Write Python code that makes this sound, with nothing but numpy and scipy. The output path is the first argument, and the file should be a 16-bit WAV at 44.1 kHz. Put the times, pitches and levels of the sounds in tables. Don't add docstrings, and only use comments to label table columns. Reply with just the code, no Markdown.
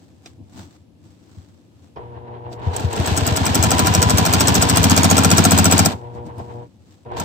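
import sys
import numpy as np
from scipy import signal
from scipy.fft import rfft, irfft, next_fast_len
from scipy.io import wavfile
from scipy.ndimage import map_coordinates

SR = 44100
rng = np.random.default_rng(int(sys.argv[2]) if len(sys.argv) > 2 else 0)


def bounce(signal):
    frames = np.transpose(np.atleast_2d(signal))
    limited = np.clip(frames, -1, 1)
    pcm = np.round(limited * 32767).astype(np.int16)
    wavfile.write(sys.argv[1], SR, pcm)


N = 319284

# (main click [s], its level [dB], lead of the first click [s], first click [dB], rebound [dB],
# casing knock [dB], thump [dB])
STITCHES = [(2.597, -58, 0.013, -75, -77, -71, -8.5), (2.798, -32.5, 0.0339, -20.0, -38, -26, -6),
            (2.964, -29, 0.0344, -25.5, -43.0, -20.5, -6.5),
            (3.0751, -19.5, 0.014, -20.0, -34.5, -22, -8.5), (3.1759, -14, 0.01, -18.5, -31.5, -16.0, -9.5),
            (3.2761, -16.5, 0.01, -15, -38.5, -17, -8.5),
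            (3.3713, -16.5, 0.0083, -17.0, -34.5, -16.0, -9.5),
            (3.4654, -14.0, 0.011, -17.0, -31.5, -14.5, -9.0),
            (3.554, -12, 0.0078, -15, -30.5, -12.0, -6.5), (3.6374, -10.5, 0.011, -11, -24.5, -9.5, -8.5),
            (3.716, -12.5, 0.01, -15.5, -28.0, -6.5, -9.5), (3.7936, -9.5, 0.012, -18.5, -29.5, -10, -8),
            (3.87, -11.0, 0.0087, -18.5, -24, -8.5, -9), (3.9498, -10.0, 0.011, -14.5, -29.0, -11.5, -4.5),
            (4.0273, -9.5, 0.0097, -13, -24.5, -11.5, -7), (4.1053, -11, 0.0091, -14.5, -30, -10, -5.0),
            (4.1837, -8, 0.01, -14.5, -29.0, -9.0, -7.5), (4.2627, -11, 0.011, -13.5, -27.5, -9.5, -10.0),
            (4.337, -8.5, 0.0098, -15.5, -19.5, -13.5, -7.5), (4.4077, -8.0, 0.0089, -17, -17, -10.5, -8.5),
            (4.4822, -9.0, 0.01, -13.5, -22, -13.5, -7), (4.553, -10.5, 0.0093, -13, -17, -12, -6),
            (4.6252, -9, 0.009, -16.0, -22, -9.5, -11.5), (4.6977, -9.5, 0.0078, -16, -25, -14.5, -7.0),
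            (4.7716, -8, 0.013, -15.0, -23, -10.5, -5.5), (4.8412, -7, 0.011, -14.5, -19, -12.5, -3.5),
            (4.9079, -11, 0.011, -12.5, -15, -11, -12.5), (4.9768, -7.5, 0.0129, -10.5, -19.5, -8.0, -10),
            (5.0438, -10.0, 0.0116, -10.5, -18.5, -7.5, -7), (5.1117, -8.5, 0.011, -12, -20.5, -5.5, -4.5),
            (5.1807, -8.5, 0.013, -11.5, -15, -6.5, -6.0), (5.2472, -8, 0.012, -13, -20.5, -7, -5.5),
            (5.3147, -6, 0.0115, -12.5, -20, -8.5, -11), (5.3816, -7.5, 0.0095, -14.5, -19.5, -7.0, -10.5),
            (5.452, -7.5, 0.0117, -13, -19.5, -5, -5.5), (5.5188, -9, 0.01, -11.0, -19.5, -8.5, -2),
            (5.5871, -9.5, 0.01, -11.0, -18, -8.0, -0.5), (5.6556, -8.5, 0.0124, -10.5, -18.5, -6.5, -6.5),
            (5.724, -7.5, 0.012, -12, -21.5, -8.0, -10), (5.7916, -8.0, 0.012, -11.5, -22, -8, -6.5),
            (5.8595, -9.0, 0.009, -16.5, -29.5, -9.5, -19.5),
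            (7.2001, -21.5, 0.016, -37.5, -38, -21.5, -16.0)]
# (frequency [Hz], level [dB], t60 [s], polarity)
BODY_MODES = [(88, 0, .1, 1), (104, -4, .1, 1), (160, -.5, .1, 1), (206, -3, .12, -1), (265, -5.5, .12, 1),
              (325, -9, .07, -1), (480, -13, .04, 1), (680, -5, .045, -1), (780, -8, .04, 1),
              (1000, -12, .035, -1), (1290, -7, .035, 1), (1390, -5, .035, -1)]
# (frequency [Hz], level [dB], t60 [s], signed gain)
STEEL_MODES = [(1670, -14, .03, -1.3), (2404, -11, 0.034, 0.86), (3300, -11, 0.021, -0.65),
               (5040, -3, 0.025, 0.8), (5686, 8.5, 0.015, -0.37), (6680, 1, 0.011, 0.88),
               (7875, 0, 0.025, -1.5), (8580, 0.5, 0.011, 0.55), (13300, -22, .008, -0.85)]
# (time [s], speed [stitches/s])
SHAFT_SPEED = [(2.54, 0.44), (2.615, 3.8), (2.63, 4.95), (2.73, 5.8), (2.74, 8.2), (2.8, 7.2), (2.815, 6.6),
               (2.84, 7.8), (2.87, 5.9), (2.9, 6.1), (2.91, 7.6), (3.06, 11.2), (3.3, 11.1), (3.68, 13.46),
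               (4.25, 12.7), (4.4, 14.15), (4.72, 13.85), (4.85, 14.74), (5.8, 14.8), (5.88, 10.5),
               (5.935, 7.5), (5.95, 2.7), (5.98, 0.73), (6.03, 0.66), (6.08, 0.43), (7.11, .5), (7.12, 2.7),
               (7.16, 4.5), (7.17, 7), (7.2, 7.6), (7.24, 6.9)]
# (on [s], off [s], jerk at switch-on [dB])
PEDAL_PRESSES = [(1.959, 6.632, 18.5), (7.052, 7.3, 7.5)]
# (start [s], end [s], level [dB])
TABLE_SHAKE = (4.78, 5.85, -20)
STALL_LEVELS = {"hum": -39.5, "buzz": -43.5, "whir": -58, "table": -49.5}
FULL_SPEED = 14.72
SCATTER_DB, DETUNE = 1.6, .011


def amp(db):
    return 10 ** (np.asarray(db) / 20)


def unit(x):
    return x / np.sqrt(np.mean(x ** 2) + 1e-20)


def along(points, hz):
    f, v = np.transpose(points)
    return np.interp(np.log(hz + 1), np.log(f + 1), v)


def wobble(rate):
    return map_coordinates(rng.standard_normal(int(N * rate / SR) + 4), [np.arange(N) * rate / SR])


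def filtered(x, response):
    size = next_fast_len(N + SR // 2)
    return irfft(rfft(x, size) * response(np.fft.rfftfreq(size, 1 / SR)), size)[..., :N]


def noise(spectrum, channels=1):
    return unit(filtered(rng.standard_normal((channels, N)), lambda hz: amp(along(spectrum, hz))))


def spread(pair, alike):
    return unit(pair + alike * pair[::-1])


def add(track, s, sound):
    track[round(s * SR):][:len(sound)] += sound


def gate(on, off, rise, fall):
    t = np.arange(N) / SR
    return np.clip(np.minimum((t - on) / rise, 1 - (t - off) / fall), 0, 1)


def ring(modes, soft_hz, scatter_db, detune, rise_s=0):
    t = np.arange(int(1.2 * SR * max(mode[2] for mode in modes))) / SR
    contact = 1 - np.exp(-t * soft_hz * 3)
    swell = np.sin(np.pi / 2 * np.minimum(t / (rise_s + 1e-9), 1)) ** 2
    total = 0
    for hz, db, t60, sign in modes:
        decay = amp(db + rng.normal(0, scatter_db) - 60 * t / t60)
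        tone = np.sin(2 * np.pi * hz * rng.normal(1, detune) * t)
        total = total + sign * decay / (1 + (hz / soft_hz) ** 2) * tone
    return contact * swell * total


def thump(turn):
    rise_s = .1 * turn
    hard_hz = 200 / (turn * FULL_SPEED) ** 1.1
    lowest_hz = BODY_MODES[0][0]
    push = -(1 + (lowest_hz / hard_hz) ** 2) * ring(BODY_MODES, hard_hz, SCATTER_DB / 2, DETUNE / 5, rise_s)
    thud = ring(BODY_MODES[:1], 300, SCATTER_DB / 2, DETUNE / 5, 2 * rise_s)
    slowness = max(0, 1 - 1 / (turn * FULL_SPEED))
    add(push, 0, -2.6 * slowness * thud)
    return push


def needle():
    # (share of a turn after the click, level against it [dB])
    chatter = [(.38, -21.5), (.66, -20), (.74, -22)]
    # (frequency [Hz], relative level [dB])
    crack = [(880, -0.5), (1500, 0.5), (1870, -11.5), (2380, -18), (4570, -5), (5640, -2), (7100, -0.5),
             (8170, 1.5), (10700, -17), (13600, -6), (15400, -6), (16000, -36), (16500, -37.5)]
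    knock_base_db, knock_follows = -6, 0.52
    shake_takes_knock_db, shake_takes_thump_db = 6, 13.5
    thump_turn, thump_lag_s = .385, .005
    last_turn_s = 0.2
    ringing, rattle = np.zeros((2, N + SR))
    t = np.arange(SR // 10) / SR

    def puff(t60):
        return (1 - np.exp(-t / 0.00065)) * (amp(-60 * t / t60) + amp(-32.5 - 60 * t / 0.31))

    def steel(s, db, modes, soft_hz, scatter=1, detune=1):
        add(ringing, s, amp(db) * ring(modes, soft_hz, scatter * SCATTER_DB, detune * DETUNE))

    def body(s, db, modes, soft_hz):
        add(ringing, s, amp(db) * ring(modes, soft_hz, SCATTER_DB / 2, DETUNE / 5))

    damped = [(hz, db, .35 * t60, sign) for hz, db, t60, sign in STEEL_MODES[:4]]
    gaps = np.diff([hit - lead for hit, _, lead, *_ in STITCHES])
    turns = np.minimum(np.append(gaps, 1 / SHAFT_SPEED[-1][1]), np.append(gaps[0], gaps))
    stopping = np.append(gaps > .5, False)
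    for stitch, turn, stops in zip(STITCHES, turns, stopping):
        hit, main_db, lead, first_db, rebound_db, casing_db, thump_db = stitch
        first, rebound = hit - lead, hit + 0.0074
        shaking = TABLE_SHAKE[0] < hit < TABLE_SHAKE[1]

        steel(first, first_db - 1.5, STEEL_MODES[5:], 11000)
        add(rattle, first, amp(first_db) * puff(0.023))
        steel(hit - .0008, main_db, STEEL_MODES, 5300)
        add(rattle, hit - .0015, amp(main_db) * puff(0.03))
        steel(rebound, rebound_db, STEEL_MODES[2:], 8000, scatter=2, detune=2)
        add(rattle, rebound, amp(rebound_db + 1.5) * puff(0.015))

        if not stops:
            for share, db in chatter:
                tick = hit + (share + rng.normal(0, .02)) * turn
                steel(tick, main_db + db + 16.5 + rng.normal(0, 2.9), damped, 4000, detune=3)

        knock_db = knock_base_db - shake_takes_knock_db * shaking + knock_follows * main_db
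        knock_db += rng.normal(0, SCATTER_DB)
        body(hit - .004, main_db - 6.5, BODY_MODES[:2], 240)
        body(hit + 0.00088, casing_db, BODY_MODES[6:], 2300)
        body(hit + 0.004, knock_db - 2, BODY_MODES[1:], 350)
        body(rebound, casing_db - 5.5, BODY_MODES[6:], 1700)

        thump_at = first + thump_turn * (last_turn_s if stops else turn) + thump_lag_s
        add(ringing, thump_at, amp(thump_db - shake_takes_thump_db * shaking) * thump(turn))
    return ringing[:N] + rattle[:N] * spread(noise(crack, channels=2), alike=0.13)


def shake():
    # (multiple of the stitch rate, level before the swing [dB])
    orders = [(5, -21), (6, 1), (7, -5), (11, -2.5), (12, -4.5), (14, -1), (17, -18.5), (18, -2.5)]
    start, end, level_db = TABLE_SHAKE
    turns = FULL_SPEED * (np.arange(N) / SR - 5.332)
    swing_db = 4.5 * np.cos(2 * np.pi * (turns - .08))
    tones = 0
    for k, db in orders:
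        above_lowest = k * FULL_SPEED > BODY_MODES[2][0] / 1.3
        level = amp(db + swing_db * above_lowest + 0.43 * wobble(8.1))
        tones = tones + level * np.cos(2 * np.pi * k * turns + 0.29 * wobble(4.3))
    return amp(level_db) * gate(start, end, 0.051, 0.01) * tones


def pedal():
    return sum(gate(on, off, .012, .05) for on, off, _ in PEDAL_PRESSES)


def shaft_speed():
    return np.interp(np.arange(N) / SR, *np.transpose(SHAFT_SPEED)) / FULL_SPEED


def motor_level(layer):
    run_levels = {"buzz": -26, "whir": -18.5}
    powers = {"buzz": 0.71, "whir": 2.24}
    # (time [s], swell [dB])
    strains = [(2.03, 2.5), (2.17, 6.5), (2.29, 5), (2.36, 7), (2.47, 8.5), (2.59, 2), (6.06, 3.5),
               (6.18, 8.5), (6.301, 8.5), (6.399, 11.5), (6.51, 7.5), (7.124, 12)]
    t = np.arange(N) / SR
    inrush_db = sum(db * np.exp(-np.abs(t - on) / 0.029) for on, _, db in PEDAL_PRESSES)
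    strain_db = sum(db * np.exp(-((t - s) / 0.023) ** 2) for s, db in strains)
    stalled = amp(STALL_LEVELS[layer]) * amp(inrush_db + strain_db)
    running = amp(run_levels[layer]) * np.clip(shaft_speed() - .04, 0, 2) ** powers[layer]
    return pedal() * (stalled + running)


def windings():
    # (multiple of the buzz, relative level [dB])
    harmonics = [(1, 1), (2, -10.5), (3, -6), (4, -0.5), (5, -11), (6, -12), (7, -6.5), (8, -7)]
    # (frequency [Hz], relative level [dB])
    fuzz_spectrum = [(35, -57.5), (60, 5), (115, 1.5), (151, -24), (230, -24), (330, -10), (477, -2),
                     (533, -14), (945, -2), (1080, -12), (1280, -24), (1600, -21), (2500, -33.5),
                     (3720, -42), (5000, -72), (6500, -102.5), (11000, -120)]
    buzz_hz = 119.66
    phase = 2 * np.pi * buzz_hz * np.arange(N) / SR
    tones = 0
    for k, db in harmonics:
        drift = .25 * np.sqrt(k) * wobble(13) + rng.uniform(0, 2 * np.pi)
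        tones = tones + amp(db + 0.83 * wobble(22)) * np.sin(k * phase + drift)
    hum_level = pedal() * amp(STALL_LEVELS["hum"] + 2.5 * wobble(14))
    throb = 1 + .25 * np.sin(phase) + .25 * np.sin(2 * phase)
    fuzz = spread(noise(fuzz_spectrum, channels=2), alike=0.3) * throb * amp(0.57 * wobble(21))
    return hum_level * tones + motor_level("buzz") * fuzz


def gears():
    # (frequency [Hz], relative level [dB])
    whir_spectrum = [(150, -23), (250, 4), (528, -12), (698, -5.5), (1050, -6.5), (1200, -13.5),
                     (1350, -14.5), (1500, -12.5), (1680, -10.5), (1900, -15), (2400, -16.5), (2800, -13.5),
                     (3330, -16), (3900, -15), (4650, -18), (5730, -21.5), (7060, -21.5), (7980, -22),
                     (10500, -45.5), (13700, -30.5), (16000, -52)]
    # (frequency [Hz], share)
    frame_modes = [(1290, 0.48), (1487, .6), (2400, .6), (3131, .5), (3350, 0.82), (3655, 0.31), (4356, .5),
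                   (5992, 0.55)]
    width_hz, dull_hz = 26, 4000
    bright_speed = 0.46
    slack_db, slack_turn = 2, 0.62
    speed = shaft_speed()

    def frame(f):
        return 1 + sum(share * 1j * f * width_hz / (centre * centre - f * f + 1j * f * width_hz)
                       for centre, share in frame_modes)

    near, far = filtered(noise(whir_spectrum, channels=2), frame)
    side = filtered(far, lambda f: f ** 2 / (f ** 2 + 400 ** 2))
    flicker = unit(amp(2.2 * wobble(300) + 0.51 * wobble(40)))
    whir = unit(near + [[.9], [-.9]] * side) * flicker
    treble = filtered(whir, lambda f: f ** 6 / (f ** 6 + dull_hz ** 6))
    whir = whir - (1 - np.clip(speed / bright_speed, 0, 1) ** 3) * treble
    shaft = np.interp(np.arange(N) / SR, np.transpose(STITCHES)[0], np.arange(len(STITCHES)))
    slack = amp(-slack_db * np.cos(2 * np.pi * (shaft - slack_turn)) * np.clip(speed, 0, 1))
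    return motor_level("whir") * slack * whir


def whine():
    # (multiple of the stitch rate, level before the casing's answer [dB])
    teeth = [(78, -32), (72, -37), (60, -32)]
    # (time [s], frequency [Hz])
    pitch = [(2.9, 520), (3.02, 620), (3.15, 790), (3.4, 830), (3.55, 930), (3.65, 995), (4.24, 998),
             (4.3, 1050), (4.45, 1083), (4.72, 1083), (4.82, 1150), (5.8, 1147), (5.95, 600)]
    # (frequency [Hz], width [Hz], gain [dB])
    casing = (1000, 45, 12)
    mode_hz, width_hz, gain_db = casing
    rate = np.interp(np.arange(N) / SR, *np.transpose(pitch)) / teeth[0][0]
    rate = rate * (1 + .004 * wobble(30))
    tones = 0
    for k, db in teeth:
        answer_db = gain_db / (1 + ((k * rate - mode_hz) / width_hz) ** 2)
        level = amp(db + 1.4 * wobble(13) + answer_db)
        tones = tones + level * np.sin(2 * np.pi * k * np.cumsum(rate) / SR)
    return np.clip(shaft_speed() - .3, 0, 1) * tones


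def taps():
    # (time [s], level [dB], knock against it [dB], centre of the grit [Hz], grit t60 [s])
    ticks = [(0.259, -25, -12.5, 3800, 0.034), (1.9599, -40, -9, 1970, .016),
             (1.975, -39, -16, 2010, 0.018), (2.5154, -36, 6, 2010, 0.014), (2.5292, -33, 1, 4330, 0.013),
             (2.624, -43, -3, 2527, .03), (2.736, -38, -12, 5980, .09), (2.905, -39, -12, 5000, .07),
             (3.007, -24, 6, 6000, .012), (6.154, -51, -6, 6000, .03), (6.187, -49, -2, 1500, .015),
             (6.2645, -40, -11, 6320, .02), (6.3822, -31, -3, 9530, 0.0098),
             (6.393, -36.5, -0.5, 3010, 0.0088), (6.399, -37, -6.5, 4980, .01),
             (6.41, -43, -2.5, 1500, .01), (6.512, -50, -1.5, 2000, .01), (7.05, -46, -3, 2000, 0.0162),
             (7.115, -45.5, -1, 6500, .03), (7.166, -36.5, -8, 6000, .06), (7.236, -32, -5.5, 6000, .02)]
    # (time [s], level [dB])
    hand_thuds = [(0.409, -30), (0.59, -26.5), (1.37, -25.5)]
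    track, t = np.zeros(N + SR), np.arange(SR // 5) / SR
    for s, db, knock_db, hz, t60 in ticks:
        soft_noise = np.convolve(rng.standard_normal(len(t)), np.hanning(15) / 3, "same")
        grit = soft_noise * np.cos(2 * np.pi * hz * t)
        decay = amp(-60 * t / t60) + 0.17 * amp(-60 * t / 0.11)
        add(track, s, amp(db - 11) * ring(STEEL_MODES[1:4:2], 7000, SCATTER_DB, DETUNE))
        add(track, s, amp(db - 10) * decay * grit)
        add(track, s, amp(db + knock_db + 8.5) * ring(BODY_MODES[5:8], 700, SCATTER_DB, DETUNE))
    for s, db in hand_thuds:
        add(track, s, amp(db + 3.5) * ring(BODY_MODES[:5], 89, SCATTER_DB, DETUNE))
    return track[:N]


def quilt():
    # (peak [s], length [s], table rumble [dB], rustle [dB])
    strokes = [(0.018, 0.6, -54, -61), (0.271, 0.057, -58, -47.5), (0.408, 0.053, -43, -85),
               (0.595, 0.12, -37.5, -43.5), (.74, 0.099, -63, -59.5), (1.06, 0.053, -49, -59),
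               (1.11, 0.058, -67, -62), (1.36, 0.52, -55, -57), (1.844, 0.15, -53, -62.5),
               (2.532, 0.03, -43, -40.5), (5.96, .12, -57.5, -50.5), (6.155, .06, -39.5, -55.5),
               (6.267, 0.036, -31.5, -51), (6.398, 0.07, -40, -54), (6.524, 0.34, -47.5, -58),
               (6.928, 0.22, -66, -57)]
    still_levels = {"rumble": -53, "hiss": -64.5}
    # (frequency [Hz], relative level [dB])
    rumble_spectrum = [(15, -49), (25, -34), (91, 2), (135, -9), (308, -6.5), (440, -24), (608, -22.5),
                       (941, -31.5), (1200, -52.5), (1560, -57.5), (2640, -120)]
    # (frequency [Hz], relative level [dB])
    rustle_spectrum = [(410, -43), (700, -3), (1770, -11.5), (1940, -12.5), (2490, -14.5), (3600, -12),
                       (6500, -14.5), (7200, -15.5), (7790, -11), (8900, -22), (10700, -41), (12800, -24),
                       (16000, -29.5)]
    # (frequency [Hz], relative level [dB])
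    hiss_spectrum = [(290, -32), (500, 0), (605, -20.5), (1270, -18.5), (1430, -26.5), (1730, -21),
                     (1890, -25.5), (2600, -20.5), (9010, -31.5), (14800, -37.5), (16400, -45)]
    rise_share, drop_db = 0.83, 21.5
    t = np.arange(N) / SR
    rumble = amp(still_levels["rumble"] + 0.5 * wobble(5.4))
    hiss = amp(still_levels["hiss"] + 1.2 * wobble(4.8))
    table = amp(STALL_LEVELS["table"] + 2.2 * wobble(17)) * pedal()
    rustle = 0
    for s, length, rumble_db, rustle_db in strokes:
        swell = amp(-drop_db * np.maximum((t - s) / length, (s - t) / (rise_share * length)))
        rumble = rumble + amp(rumble_db) * swell
        rustle = rustle + amp(rustle_db) * swell
    low = noise(rumble_spectrum, channels=2)
    low = unit(low + 2.4 * low[::-1]) * amp([[1.5], [-1.5]])
    deep = filtered(low, lambda hz: 1 / (1 + (hz / 160) ** 4))
    grains = unit(amp(2.5 * wobble(400) + 0.5 * wobble(24)))
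    cloth = rustle * grains * noise(rustle_spectrum, channels=2)
    return rumble * low + table * deep + hiss * noise(hiss_spectrum, channels=2) + cloth


def room(x):
    # (frequency [Hz], t60 [s])
    decay = [(100, 0.07), (1000, 0.075), (10000, 0.0055)]
    wet, step = np.zeros((2, N + SR)), SR // 8
    for start in range(0, N, step):
        hz, t, z = signal.stft(rng.standard_normal((2, SR // 5)), SR, nperseg=256)
        fading = z * amp(-60 * t / along(decay, hz)[:, None])
        tail = signal.istft(fading, SR, nperseg=256)[1]
        piece = signal.fftconvolve(x[None, start:start + step], tail / np.linalg.norm(tail[0]), axes=1)
        wet[:, start:start + piece.shape[1]] += piece
    return filtered(wet[:, :N], lambda hz: hz ** 4 / (hz ** 4 + 1900 ** 4))


def ports(x, lag_s):
    # (frequency [Hz], left minus right [dB])
    lean = [(60, 5.0), (110, 4.0), (200, 0.0), (380, 1.0), (700, 1.0), (1290, -0.5), (2380, 0.5),
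            (4400, -0.5), (6500, 1), (8120, 7), (11000, 3), (15000, 1.5)]
    # (frequency [Hz], phase [rad])
    skew = [(110, 0.11), (200, 0.98), (250, 0.22), (380, -.3), (520, 0), (600, -1.1), (690, -2),
            (775, -3.2), (860, -4.6), (950, -6.3), (1290, -6.3), (1350, -8.6), (1410, -8.6), (1470, -6.3)]
    side = np.array([[1], [-1]])

    def response(hz):
        half_lag = np.pi * hz * lag_s + along(skew, hz) / 2
        return amp(side * along(lean, hz) / 2) * np.exp(-1j * half_lag * side)

    return filtered(x, response)


def scene():
    blows = needle() + taps()
    motor = windings() + gears() + whine()
    return ports(blows + shake() + motor, lag_s=0.0003435) + room(blows.mean(axis=0)) + quilt()


def record(dry):
    top_hz = 16500

    def bass_cut(hz):
        resonant = (hz ** 2 / (74 ** 2 - hz ** 2 + 1j * hz * 66)) ** 2
        return resonant * hz ** 2 / (hz - 60j) ** 2 + .02

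    thin = filtered(dry, bass_cut)
    clipped = thin / (1 + np.abs(thin) ** 8) ** (1 / 8)
    return filtered(clipped, lambda hz: hz < top_hz)


dry = scene()
out = record(dry)
bounce(out)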